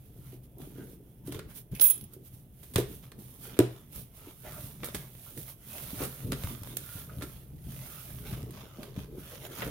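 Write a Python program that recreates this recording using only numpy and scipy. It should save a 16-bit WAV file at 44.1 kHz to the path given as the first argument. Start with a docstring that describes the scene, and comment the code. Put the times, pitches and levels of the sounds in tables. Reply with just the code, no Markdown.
"""Opening a cardboard box

A cardboard box is opened on a table in a small room, over a low wavering hum and filtered-noise room tone.
Hands, flaps and edges are swelling friction noise; scuffs and knocks ring flap, panel and box resonances.
After slitting the tape, a small steel blade is dropped on the table: ticks and ringing modes.
The last tape pops twice as the flaps are pulled up, in bursts of noise; then the handling carries on."""
import sys
import numpy as np
from scipy import signal
from scipy.fft import rfft, irfft, next_fast_len
from scipy.io import wavfile
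from scipy.ndimage import uniform_filter1d

SR = 44100
rng = np.random.default_rng(int(sys.argv[2]) if len(sys.argv) > 2 else 0)


def wav_record(signal):
    """Record a signal, one row per channel, as 16-bit PCM in the file named by sys.argv[1]."""
    frames = np.transpose(np.atleast_2d(signal))
    bounded = np.clip(frames, -1, 1)
    # unit amplitude maps onto the largest positive 16-bit level
    quanta = np.round(bounded * 32767).astype(np.int16)
    wavfile.write(sys.argv[1], SR, quanta)


N = 427769


def amp(db):
    """Turns decibels into a gain factor."""
    return 10 ** (np.asarray(db) / 20)


def evened(x):
    """Scales to an rms of 1."""
    return x / np.sqrt(np.mean(x ** 2) + 1e-20)


def read(points, hz):
    """Reads a table on a log-frequency axis."""
    f, value = np.transpose(points)
    return np.interp(np.log(hz + 1), np.log(f + 1), value)


def add(mix, s, sound):
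    """Mixes a stereo sound in at time s."""
    part = mix[:, max(round(s * SR), 0):][:, :sound.shape[1]]
    part += sound[:, :part.shape[1]]


def colour(x, spectrum, size=4096):
    """Causal (minimum-phase) filter with the given spectrum, so attacks stay sharp."""
    level_db = read(spectrum, abs(np.fft.fftfreq(size, 1 / SR)))
    log_gain = np.log(amp(np.maximum(level_db, -100)))
    kernel = np.fft.ifft(np.exp(np.conj(signal.hilbert(log_gain)))).real
    return signal.oaconvolve(x, kernel[None, :size // 2], axes=1)[:, :x.shape[1]]


# Stereo image of a diffuse sound: (frequency [Hz], left-right correlation [-1 to 1])
STEREO_LIKENESS = [(60, 0.94), (130, 0.95), (290, 0.88), (640, 0.69), (1410, 0.39), (3100, 0.086),
                   (6820, -0.0055), (15000, -0.048)]


def spread(pair):
    """Two unrelated signals become a diffuse field: alike in the bass, unrelated in the treble."""
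    length = next_fast_len(pair.shape[1] + SR // 20)
    a, b = rfft(pair, length)
    same = np.clip(read(STEREO_LIKENESS, np.fft.rfftfreq(length, 1 / SR)), -1, 1)
    mid = a * np.sqrt((1 + same) / 2)
    side = b * np.sqrt((1 - same) / 2)
    return irfft(np.array([mid + side, mid - side]), length)[:, :pair.shape[1]]


def rumble(spectrum):
    """Smooth diffuse noise with the given spectrum."""
    length = next_fast_len(N)
    z = rfft(spread(rng.standard_normal((2, length))))
    gain = amp(read(spectrum, np.fft.rfftfreq(length, 1 / SR)))
    return evened(irfft(z * gain, length)[:, :N])


def friction(spectrum, slips_per_s, size_db, smooth, patchy_db, judder_db):
    """Makes tiny slips of uneven size over a smooth hiss; the contact judders and its colour shifts."""
    length = next_fast_len(N)
    slipping = rng.random(length) < slips_per_s / SR
    slips = amp(size_db * np.minimum(rng.exponential(1, length), 4)) * slipping
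    judder = amp(judder_db * evened(uniform_filter1d(rng.standard_normal(length), size=260)))
    grain = np.sqrt(evened(slips) ** 2 + smooth ** 2) * judder
    pair = rng.standard_normal((2, length)) * grain
    _, _, z = signal.stft(spread(pair), SR, nperseg=1024)
    # blurring over frequency, then time, makes patches that brighten and dull
    patches = uniform_filter1d(rng.standard_normal(z.shape[1:]), size=7, axis=0)
    patches = evened(uniform_filter1d(patches, size=8, axis=1))
    moving = signal.istft(z * amp(patchy_db * patches), SR, nperseg=1024)[1][:, :N]
    return evened(colour(moving, spectrum))


def swells(gestures, shape):
    """Each gesture speeds up, peaks and slows down; gives the summed power of its two sounds."""
    t = np.arange(0, N / SR + .002, .001)
    power = np.zeros((2, len(t)))
    for s, rise, fall, *db in gestures:
        away = abs(t - s) / np.maximum(np.where(t < s, rise, fall), .005)
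        power += (amp(db)[:, None] * np.exp(-away ** shape)) ** 2
    return [np.interp(np.arange(N) / SR, t, p) for p in power]


# The room's own noise: (frequency [Hz], relative level [dB])
ROOM_NOISE = [(13, -43.5), (22, 0.5), (128, 4), (229, -5), (672, -18.5), (1100, -30), (2080, -33.5),
              (3510, -30.5), (4380, -90), (7810, -60), (8970, -36.5), (12500, -29.5), (16000, -27.5)]
HUM_HZ = 125.3


def hum(waver_hz=1.1, throb=0.14, hum_db=-59.5, noise_db=-55.5):
    """A sine drifting in pitch and level hums over the room's own steady noise."""
    t, knots = np.arange(N) / SR, np.arange(0, 10, .125)
    drift = np.interp(t, knots, rng.standard_normal(len(knots)))
    swell = np.interp(t, knots, rng.standard_normal(len(knots)))
    tone = np.sqrt(2) * np.sin(2 * np.pi * np.cumsum(HUM_HZ + waver_hz * drift) / SR)
    return amp(hum_db) * tone * (1 + throb * swell) + amp(noise_db) * rumble(ROOM_NOISE)


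# Skin sliding on board: (frequency [Hz], relative level [dB])
SKIN_SPECTRUM = [(2060, -16), (3500, -10), (4740, -13.5), (5800, -12), (7950, -13.5), (9130, -5),
                 (12300, -1.5), (15100, -2.5), (15800, -6)]
# Edges rasping: (frequency [Hz], relative level [dB])
EDGE_SPECTRUM = [(350, -21), (600, -3), (737, -12), (851, -9.5), (1080, -9.5), (1280, -7), (1880, -13.5),
                 (2040, -11), (2890, -11.5), (3480, -10.5), (4320, -18.5), (6250, -18), (7000, -18.5),
                 (9100, -55.5), (15400, -120)]
# Panels flexing: (frequency [Hz], relative level [dB])
FLEX_SPECTRUM = [(110, -36.5), (190, 1), (371, -2), (440, -2), (479, -9), (556, -12), (605, -12),
                 (740, -17.5), (900, -19.5), (1170, -45), (1980, -120)]
# The whole box swaying: (frequency [Hz], relative level [dB])
SWAY_SPECTRUM = [(13, -47.5), (22, -23), (54, 2.5), (92, -5), (110, -4), (124, 7.5), (156, -1),
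                 (240, -11.5), (310, -21.5), (530, -120)]
# Strokes of a hand or flap over the board; swells() takes rise and fall as 5 ms or more:
# (fastest moment [s], speeding up [s], slowing down [s], skin hiss level [dB], edge rasp level [dB])
STROKES = [(0.065, 0.09, 0.052, -62, -76), (0.30, .16, .06, -56.5, -69), (0.338, 0.029, 0.039, -58, -63.5),
           (0.44, .012, 0.027, -60, -76), (0.614, 0.024, .11, -53, -63.5), (0.796, .085, .075, -60, -63.5),
           (0.93, 0.2, 0.038, -56, -72), (1.1, 0.1, 0.16, -67.5, -82), (1.278, 0.022, 0.038, -50, -58.5),
           (1.349, .041, 0.047, -51.5, -53.5), (1.507, .018, 0.033, -52, -57.5),
           (1.569, .023, 0.04, -42.5, -82), (1.72, 0.0043, .3, -55.5, -64), (2.137, .02, .03, -55, -70),
           (2.265, 0.027, .036, -51.5, -87), (2.337, .024, .09, -55.5, -80),
           (2.634, 0.074, 0.39, -54.5, -74), (2.922, 0.042, 0.084, -48.5, -64),
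           (3.037, 0.015, 0.063, -58.5, -60), (3.195, 0.012, 0.36, -52, -67.5),
           (3.453, 0.043, .045, -43.5, -59), (3.515, 0.06, 0.064, -55, -53.5),
           (3.76, 0.14, 0.11, -57.5, -62.5), (3.966, 0.04, 0.066, -42, -61),
           (4.174, 0.036, 0.047, -51.5, -65), (4.296, 0.15, 0.045, -53.5, -58.5),
           (4.453, 0.019, 0.11, -58, -54.5), (4.621, 0.22, 0.14, -45, -60), (4.878, 0.062, 0.036, -48, -50),
           (4.962, 0.051, 0.11, -46.5, -54.5), (5.297, 0.2, .092, -48.5, -61.5),
           (5.392, 0.033, 0.085, -43, -67), (5.495, 0.027, .04, -43, -56),
           (5.769, 0.11, 0.52, -41.5, -52.5), (6.028, 0.047, 0.04, -37, -44.5),
           (6.185, 0.039, .07, -62, -64), (6.478, 0.11, .1, -42.5, -50), (6.702, .085, 0.041, -48, -55.5),
           (6.987, 0.25, .075, -43.5, -56.5), (7.296, 0.26, 0.15, -51, -61),
           (7.723, 0.067, 0.3, -49, -58.5), (7.966, 0.26, 0.37, -46, -56), (8.282, 0.029, 0.12, -46.5, -49),
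           (8.581, 0.075, 0.11, -55, -51.5), (8.83, 0.13, 0.11, -56.5, -55.5),
           (8.993, 0.035, 0.064, -54, -51), (9.199, .022, 0.032, -51.5, -60),
           (9.343, 0.15, 0.045, -48.5, -52), (9.463, 0.073, 0.014, -47, -49.5),
           (9.613, .11, 0.096, -43.5, -45)]
# Shoves that shift the box:
# (hardest moment [s], building up [s], letting go [s], panel flex level [dB], box sway level [dB])
SHOVES = [(0.28, .25, .21, -60.5, -52), (0.635, .06, .07, -49.5, -49), (0.79, 0.097, 0.18, -50, -48),
          (1.34, 0.14, 0.23, -53, -47), (1.728, 0.01, 0.037, -46, -36.5), (1.81, 0.039, 0.054, -44.5, -54),
          (2.026, 0.021, 0.045, -56.5, -44.5), (2.18, .04, 0.092, -53, -61), (2.87, 0.15, .19, -54, -47),
          (3.187, 0.024, 0.13, -57, -52), (3.49, 0.092, 0.37, -54, -56), (3.988, .048, .055, -55, -45.5),
          (4.52, 0.094, 0.52, -57, -49), (4.833, 0.037, .055, -56, -43), (4.973, .026, 0.088, -57, -45),
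          (5.386, .023, .06, -54, -46.5), (5.85, 0.058, 0.071, -53, -46.5),
          (6.03, 0.084, 0.081, -41.5, -41), (6.29, 0.062, 0.12, -46, -37.5),
          (6.465, 0.052, .14, -47.5, -43), (6.725, 0.064, 0.18, -55, -47.5),
          (7.2, 0.27, 0.29, -54.5, -46.5), (7.552, 0.046, 0.089, -60, -44.5),
          (7.665, .026, 0.23, -57, -41.5), (8.169, 0.11, 0.082, -49, -45), (8.32, 0.093, .15, -44.5, -40.5),
          (8.55, 0.09, .11, -49, -49), (8.793, .018, .08, -43.5, -48), (8.982, .1, 0.11, -63, -44.5),
          (9.127, .029, 0.14, -50.5, -46), (9.413, 0.044, 0.094, -50.5, -50.5),
          (9.69, 0.058, .06, -42.5, -38)]
STROKE_SHAPE, SHOVE_SHAPE = 1.6, 1.7  # 1 = a pointed swell, 2 = a rounded one
HOLD_HISS_DB, HOLD_FLEX_DB, HOLD_SWAY_DB = -68, -68.5, -61  # hands merely holding the box
DRAG_FLEX_DB, DRAG_SWAY_DB = -7.0, -7.5  # panels and box dragged along, relative to the edge rasp


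def handling():
    """Skin hisses evenly, edges rasp coarsely, and shoved or dragged panels flex and sway."""
    slide, rasp = swells(STROKES, STROKE_SHAPE)
    flex, sway = swells(SHOVES, SHOVE_SHAPE)
    slide = slide + amp(HOLD_HISS_DB) ** 2
    flex = flex + amp(DRAG_FLEX_DB) ** 2 * rasp + amp(HOLD_FLEX_DB) ** 2
    sway = sway + amp(DRAG_SWAY_DB) ** 2 * rasp + amp(HOLD_SWAY_DB) ** 2
    skin = friction(SKIN_SPECTRUM, slips_per_s=5000, size_db=2.8, smooth=1.1, patchy_db=.8, judder_db=.6)
    edges = friction(EDGE_SPECTRUM, slips_per_s=1400, size_db=3.0, smooth=.8, patchy_db=3.0, judder_db=1.4)
    panels = friction(FLEX_SPECTRUM, slips_per_s=270, size_db=1.0, smooth=0.73, patchy_db=5.0, judder_db=1.0)
    rubbing = np.sqrt(slide) * skin + np.sqrt(rasp) * edges
    shifting = np.sqrt(flex) * panels + np.sqrt(sway) * rumble(SWAY_SPECTRUM)
    return rubbing + shifting


# Fibres giving way, for the crackles and the snaps: (frequency [Hz], relative level [dB])
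CRACK_SPECTRUM = [(260, -16), (450, -3.5), (818, -18), (1050, -16), (2290, -16), (2660, -18.5),
                  (3590, -15.5), (5710, -24), (7930, -22.5), (9070, -16), (9770, -21), (12600, -19),
                  (16000, -26)]


def crackles(level_db, per_s=22, size_db=7.0, crack_s=0.0012):
    """Now and then a rasping edge snags a fibre, which gives way with a tiny crack."""
    _, rasp = swells(STROKES, STROKE_SHAPE)
    snagging = rng.random(N) < per_s / SR
    snags = amp(size_db * np.minimum(rng.exponential(1, N), 3)) * snagging
    t = np.arange(SR // 50) / SR
    fading = signal.oaconvolve(snags, np.exp(-t / crack_s))[:N]
    cracks = colour(spread(rng.standard_normal((2, N)) * fading), CRACK_SPECTRUM)
    return amp(level_db) * np.sqrt(rasp) * evened(cracks)


# Blows on the box: (time [s], level [dB], pitch of the struck panel [Hz])
KNOCKS = [(0.19, -38.5, 127), (0.33, -40, 346), (0.783, -34.5, 333), (1.264, -38, 140), (1.28, -30, 318),
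          (1.356, -33.5, 114), (1.462, -39, 117), (1.714, -36, 94), (2.338, -39, 135), (2.76, -17, 132),
          (2.7845, -16, 394), (3.5915, -7, 348), (3.598, -28, 118), (3.981, -37, 141), (4.271, -40, 332),
          (4.642, -36.5, 110), (4.833, -41.5, 323), (4.945, -32.5, 201), (5.374, -34.5, 170),
          (5.931, -31, 210), (6.004, -30, 295), (6.246, -28, 130), (6.273, -37, 130), (6.321, -26, 232),
          (6.442, -25.5, 91), (6.617, -34, 123), (6.954, -32.5, 131), (7.171, -32, 125),
          (7.186, -28.5, 127), (7.224, -33.5, 312), (8.327, -27.5, 144), (8.43, -31, 129),
          (8.976, -25.5, 172), (9.182, -33, 178), (9.593, -34.5, 174), (9.664, -33.5, 296)]
# Modes of the hollow box: (frequency [Hz], relative level [dB], decay by 60 dB [s])
BOX_MODES = [(122.9, -15, 0.33), (176, -45, 0.22), (240, -20, 0.087), (333, -35.5, 0.13), (364, -36, 0.14),
             (415, -23, 0.27), (535, -54.5, .14), (605, -18.5, 0.094), (665, -26.5, .14), (863, -36, 0.14),
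             (980, -26.5, 0.11), (1430, -22.5, 0.08)]


def knocks(swing_s=0.0029, swing_cycles=0.2, wall_s=0.0103, wall_db=-12.0):
    """A struck panel swings briefly and sets the hollow box ringing; the near wall answers."""
    out, t = np.zeros((2, N)), np.arange(SR // 3) / SR
    for s, db, hz in KNOCKS:
        u = t / (swing_s / 2 + swing_cycles / hz)
        panel = -u * np.exp(1 - u) * np.sin(2 * np.pi * hz * t)
        ring = np.zeros(len(t))
        for f, level, t60 in BOX_MODES:
            reach = 1 / (1 + (f / (3 * hz)) ** 4)  # a slow blow hardly reaches the higher modes
            ring -= amp(level - 60 * t / t60) * np.sin(2 * np.pi * f * t) * reach
        blow = amp(db) * np.tile(panel + ring * (1 - np.exp(-u)), (2, 1))
        add(out, s, blow)
        add(out, s + wall_s, amp(wall_db) * blow)
    return out


# Tape and board snapping; the level is before the snaps' common trim, and a length over 20 ms plays as 20 ms:
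# (time [s], peak level [dB], treble boost or cut [dB], length [s])
SNAPS = [(0.584, -46, 33, 0.0014), (1.273, -46, 14, 0.0087), (1.322, -41.5, 2, 0.0076),
         (1.344, -45, -2, 0.0063), (1.392, -42.5, -3, 0.0026), (2.135, -47, 17.5, 0.0061),
         (2.63, -51, 8, 0.018), (2.737, -43.5, 11, .024), (2.758, -23.5, -2, 0.0033),
         (2.763, -33, -11, .017), (2.779, -34, 8, 0.025), (3.118, -47.5, -3, 0.0044),
         (3.567, -52, -10, 0.0081), (3.5904, -18.5, 4, 0.0018), (3.6, -32, -15, 0.0032),
         (4.833, -39.5, -16, 0.0063), (4.844, -34, 8.5, 0.013), (4.855, -39, 16, .012),
         (4.946, -34, 4.5, 0.0094), (5.375, -40.5, 10, .0063), (6.034, -36.5, 10, 0.021),
         (6.318, -40.5, -4, 0.0097), (6.321, -28.5, 5, 0.0019), (6.329, -36.5, -3, 0.0068),
         (6.437, -36, 2, 0.0055), (6.634, -40, 7, 0.0016), (6.769, -27, 14.5, 0.0028),
         (7.21, -49, -11, .011), (7.221, -39, -3, 0.0086), (7.234, -45, 3, 0.0083),
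         (7.722, -50.5, 2, 0.0044), (8.329, -46.5, -5, 0.01), (8.508, -45, 14, .003),
         (8.831, -43, -4, 0.0056), (8.963, -50, -6, .0044), (9.62, -35, -36, .011), (9.675, -48, 9, .012)]


def snaps(trim_db=2.5, tail_db=-38.0, tail_s=0.02, grain_db=4.5):
    """Each snap is a burst of fibres giving way, with a faint buzz of the board after it."""
    out, t = np.zeros((2, N)), np.arange(SR // 8) / SR
    crisp_band = signal.butter(2, 800, "high", fs=SR, output="sos")
    for s, db, bright_db, length in SNAPS:
        fibres = amp(grain_db * evened(uniform_filter1d(rng.standard_normal(len(t)), size=25)))
        fading = np.exp(-t / np.clip(length, .0005, .02)) + amp(tail_db) * np.exp(-t / tail_s)
        burst = spread(rng.standard_normal((2, len(t))) * fibres * fading)
        # the treble tilt sets in at 3 kHz and is complete two octaves up
        tilted = [(hz, level + bright_db * np.clip(np.log2(hz / 3000) / 2, 0, 1))
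                  for hz, level in CRACK_SPECTRUM]
        snap = colour(burst, tilted)
        # levelled by its loudest 2 ms above 800 Hz
        crisp = signal.sosfilt(crisp_band, snap)
        loudest = np.sqrt(uniform_filter1d((crisp ** 2).mean(0), size=88).max())
        add(out, s, amp(db + trim_db) * snap / loudest)
    return out


# An edge catching and chattering; the level is before the scuffs' common trim:
# (middle [s], level [dB], resonance [Hz], length [s])
SCUFFS = [(0.796, -63, 1520, 0.13), (1.399, -55.5, 1470, 0.031), (1.763, -55.5, 2420, 0.047),
          (4.462, -51, 683, 0.06), (4.469, -59, 1890, 0.063), (4.543, -58, 1280, 0.15),
          (4.576, -53.5, 600, 0.06), (5.274, -61.5, 1270, 0.044), (5.759, -55, 670, 0.094),
          (6.02, -48, 1320, 0.1), (6.021, -38.5, 432, 0.068), (6.929, -62, 1390, 0.42),
          (7.099, -54.5, 1260, 0.024), (7.22, -53, 1370, 0.041), (7.955, -62, 1290, 0.23),
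          (8.341, -58, 1300, 0.028), (8.808, -58, 590, 0.051), (9.332, -49.5, 500, 0.039),
          (9.617, -47.5, 1440, .03), (9.673, -40.5, 480, 0.037)]


def scuffs(trim_db=-3.5, width=0.11, slips_per_s=400):
    """A quick run of slips rings one resonance of a flap."""
    out, t = np.zeros((2, N)), np.arange(SR // 40) / SR
    for s, db, hz, length in SCUFFS:
        count = int(SR * length)
        slips = (rng.random(count) < slips_per_s / SR) + 0.04 * rng.standard_normal((2, count))
        ring = np.exp(-np.pi * width * hz * t) * np.sin(2 * np.pi * hz * t)
        chatter = signal.oaconvolve(np.diff(slips) * np.hanning(count - 1), ring[None], axes=1)
        add(out, s - length / 2, amp(db + trim_db) * evened(chatter))
    return out


# The blade touching the table: (time [s], ring level [dB], tick level [dB])
CLATTER = [(1.715, -57, -63), (1.7503, -42, -41.5), (1.797, -27.5, -28.5), (1.8105, -14, -31),
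           (1.815, -13.5, -24), (1.826, -18.5, -36.5), (1.84, -12.5, -37.5), (1.848, -20.5, -43),
           (1.855, -23, -33.5), (1.866, -20.5, -40), (1.887, -42.5, -38.5), (1.9, -15, -38.5),
           (1.908, -21.5, -35), (1.917, -32, -40.5), (1.978, -33, -58), (2.011, -41, -49), (2.04, -41, -53)]
# The blade's modes: (frequency [Hz], relative level [dB])
BLADE_MODES = [(2560, -34.5), (3310, -33), (3720, -34.5), (5080, -41.5), (5930, -41.5), (6788, -33),
               (8856, -16.5), (9945, -9.5), (10663, -24), (10819, 0), (11007, -22.5), (11563, -16),
               (11622, -10), (11656, -6), (14339, -4), (14681, -8.5), (15581, -8)]
# The tick of steel on the table: (frequency [Hz], relative level [dB])
TICK_SPECTRUM = [(500, -1), (1700, -3), (2500, 1.5), (3400, 5.5), (4400, -2.5), (5300, 0), (6800, -0.5),
                 (8000, -24.5), (11000, -2), (16000, -18.5)]
BLADE_DAMPED_S = 1.908  # from here the ringing is quickly damped, though a few faint touches follow


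def blade(ring_s=0.24, tick_s=.0035, damping_s=.008):
    """Every touch on the table ticks and rings the steel's modes in a new mix; late on, the ring is damped."""
    out, t = np.zeros((2, N)), np.arange(SR // 4) / SR
    hz, mode_db = np.transpose(BLADE_MODES)
    waves = np.exp(2j * np.pi * hz[:, None] * t)
    for s, ring_db, tick_db in CLATTER:
        share = amp(mode_db) * np.sqrt(rng.exponential(1, (2, len(hz))) + .3)
        share = share / np.linalg.norm(share, axis=1, keepdims=True)
        share = share * np.exp(2j * np.pi * rng.random(share.shape))  # random phases
        time_damped = np.maximum(t - max(BLADE_DAMPED_S - s, 0), 0)
        ring = (share @ waves).real * amp(-60 * t / ring_s) * np.exp(-time_damped / damping_s)
        tick = evened(colour(rng.standard_normal((2, len(t))), TICK_SPECTRUM)) * np.exp(-t / tick_s)
        add(out, s, amp(ring_db) * ring + amp(tick_db) * tick)
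    return out


# The small room's reverberation: (frequency [Hz], decay by 60 dB [s])
ROOM_DECAY = [(100, 0.19), (400, 0.27), (1500, 0.39), (5000, .36), (15000, 0.19)]


def room(x, wet_db, build_s=0.0029):
    """Adds the small room's echoes as a decaying noise tail, each band dying at its own speed."""
    hz, t, z = signal.stft(spread(rng.standard_normal((2, SR // 2))), SR, nperseg=256)
    decay = amp(-60 * t / read(ROOM_DECAY, hz)[:, None])
    tail = signal.istft(z * decay, SR, nperseg=256)[1]
    tail *= 1 - np.exp(-(np.arange(tail.shape[1]) / SR / build_s) ** 2)
    echoes = signal.oaconvolve(x, tail / np.linalg.norm(tail[0]), axes=1)[:, :N]
    return x + amp(wet_db) * echoes


def scene():
    """Rubbing and hum, with the snaps, crackles, scuffs, knocks and the blade echoing in the room."""
    clatter = room(blade(), wet_db=-9.0)
    cracks = room(snaps() + crackles(level_db=-8.0), wet_db=-8.5)
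    scuffing = room(scuffs(), wet_db=-3.5)
    knocking = room(knocks(), wet_db=-5.0)
    return handling() + hum() + cracks + scuffing + knocking + clatter


# Where the noise suppressor works: (frequency [Hz], share of the signal [0 to 1])
HUSH_BAND = [(3500, 0.096), (4300, 0.35), (8000, 0), (9500, 0)]


def suppress(x, below_db=-77.0, deepest_db=-7.0):
    """A noise suppressor turns the upper mids down whenever they grow faint."""
    length = next_fast_len(N + 2048)
    share = np.clip(read(HUSH_BAND, np.fft.rfftfreq(length, 1 / SR)), 0, 1)
    band = irfft(rfft(x, length) * share, length)[:, :N]
    power = abs(uniform_filter1d((band ** 2).mean(0), size=900))  # over about 20 ms
    gain = np.maximum(power / (power + amp(below_db) ** 2), amp(deepest_db))
    return x - (1 - gain) * band


# Balance of the two microphones: (frequency [Hz], left minus right level [dB])
STEREO_LEAN = [(60, 0.5), (110, 1), (200, -0.5), (380, -0.5), (700, 2), (1290, -1), (2380, -4), (4400, -5),
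               (8120, 0.5), (15000, -13)]


def record(dry, edge_hz=15950):
    """The right microphone hears more of most treble; then noise suppression and the band limit."""
    length = next_fast_len(N + 2048)
    lean = amp(read(STEREO_LEAN, np.fft.rfftfreq(length, 1 / SR)) / 2)
    # both gains together keep the same summed power at every frequency
    sides = np.array([lean, 1 / lean]) / np.sqrt((lean ** 2 + lean ** -2) / 2)
    heard = suppress(irfft(rfft(dry, length) * sides, length)[:, :N])
    low_pass = signal.firwin(255, edge_hz, window=("kaiser", 8), fs=SR)
    return signal.oaconvolve(heard, low_pass[None], "same")


dry = scene()
out = record(dry)
wav_record(out)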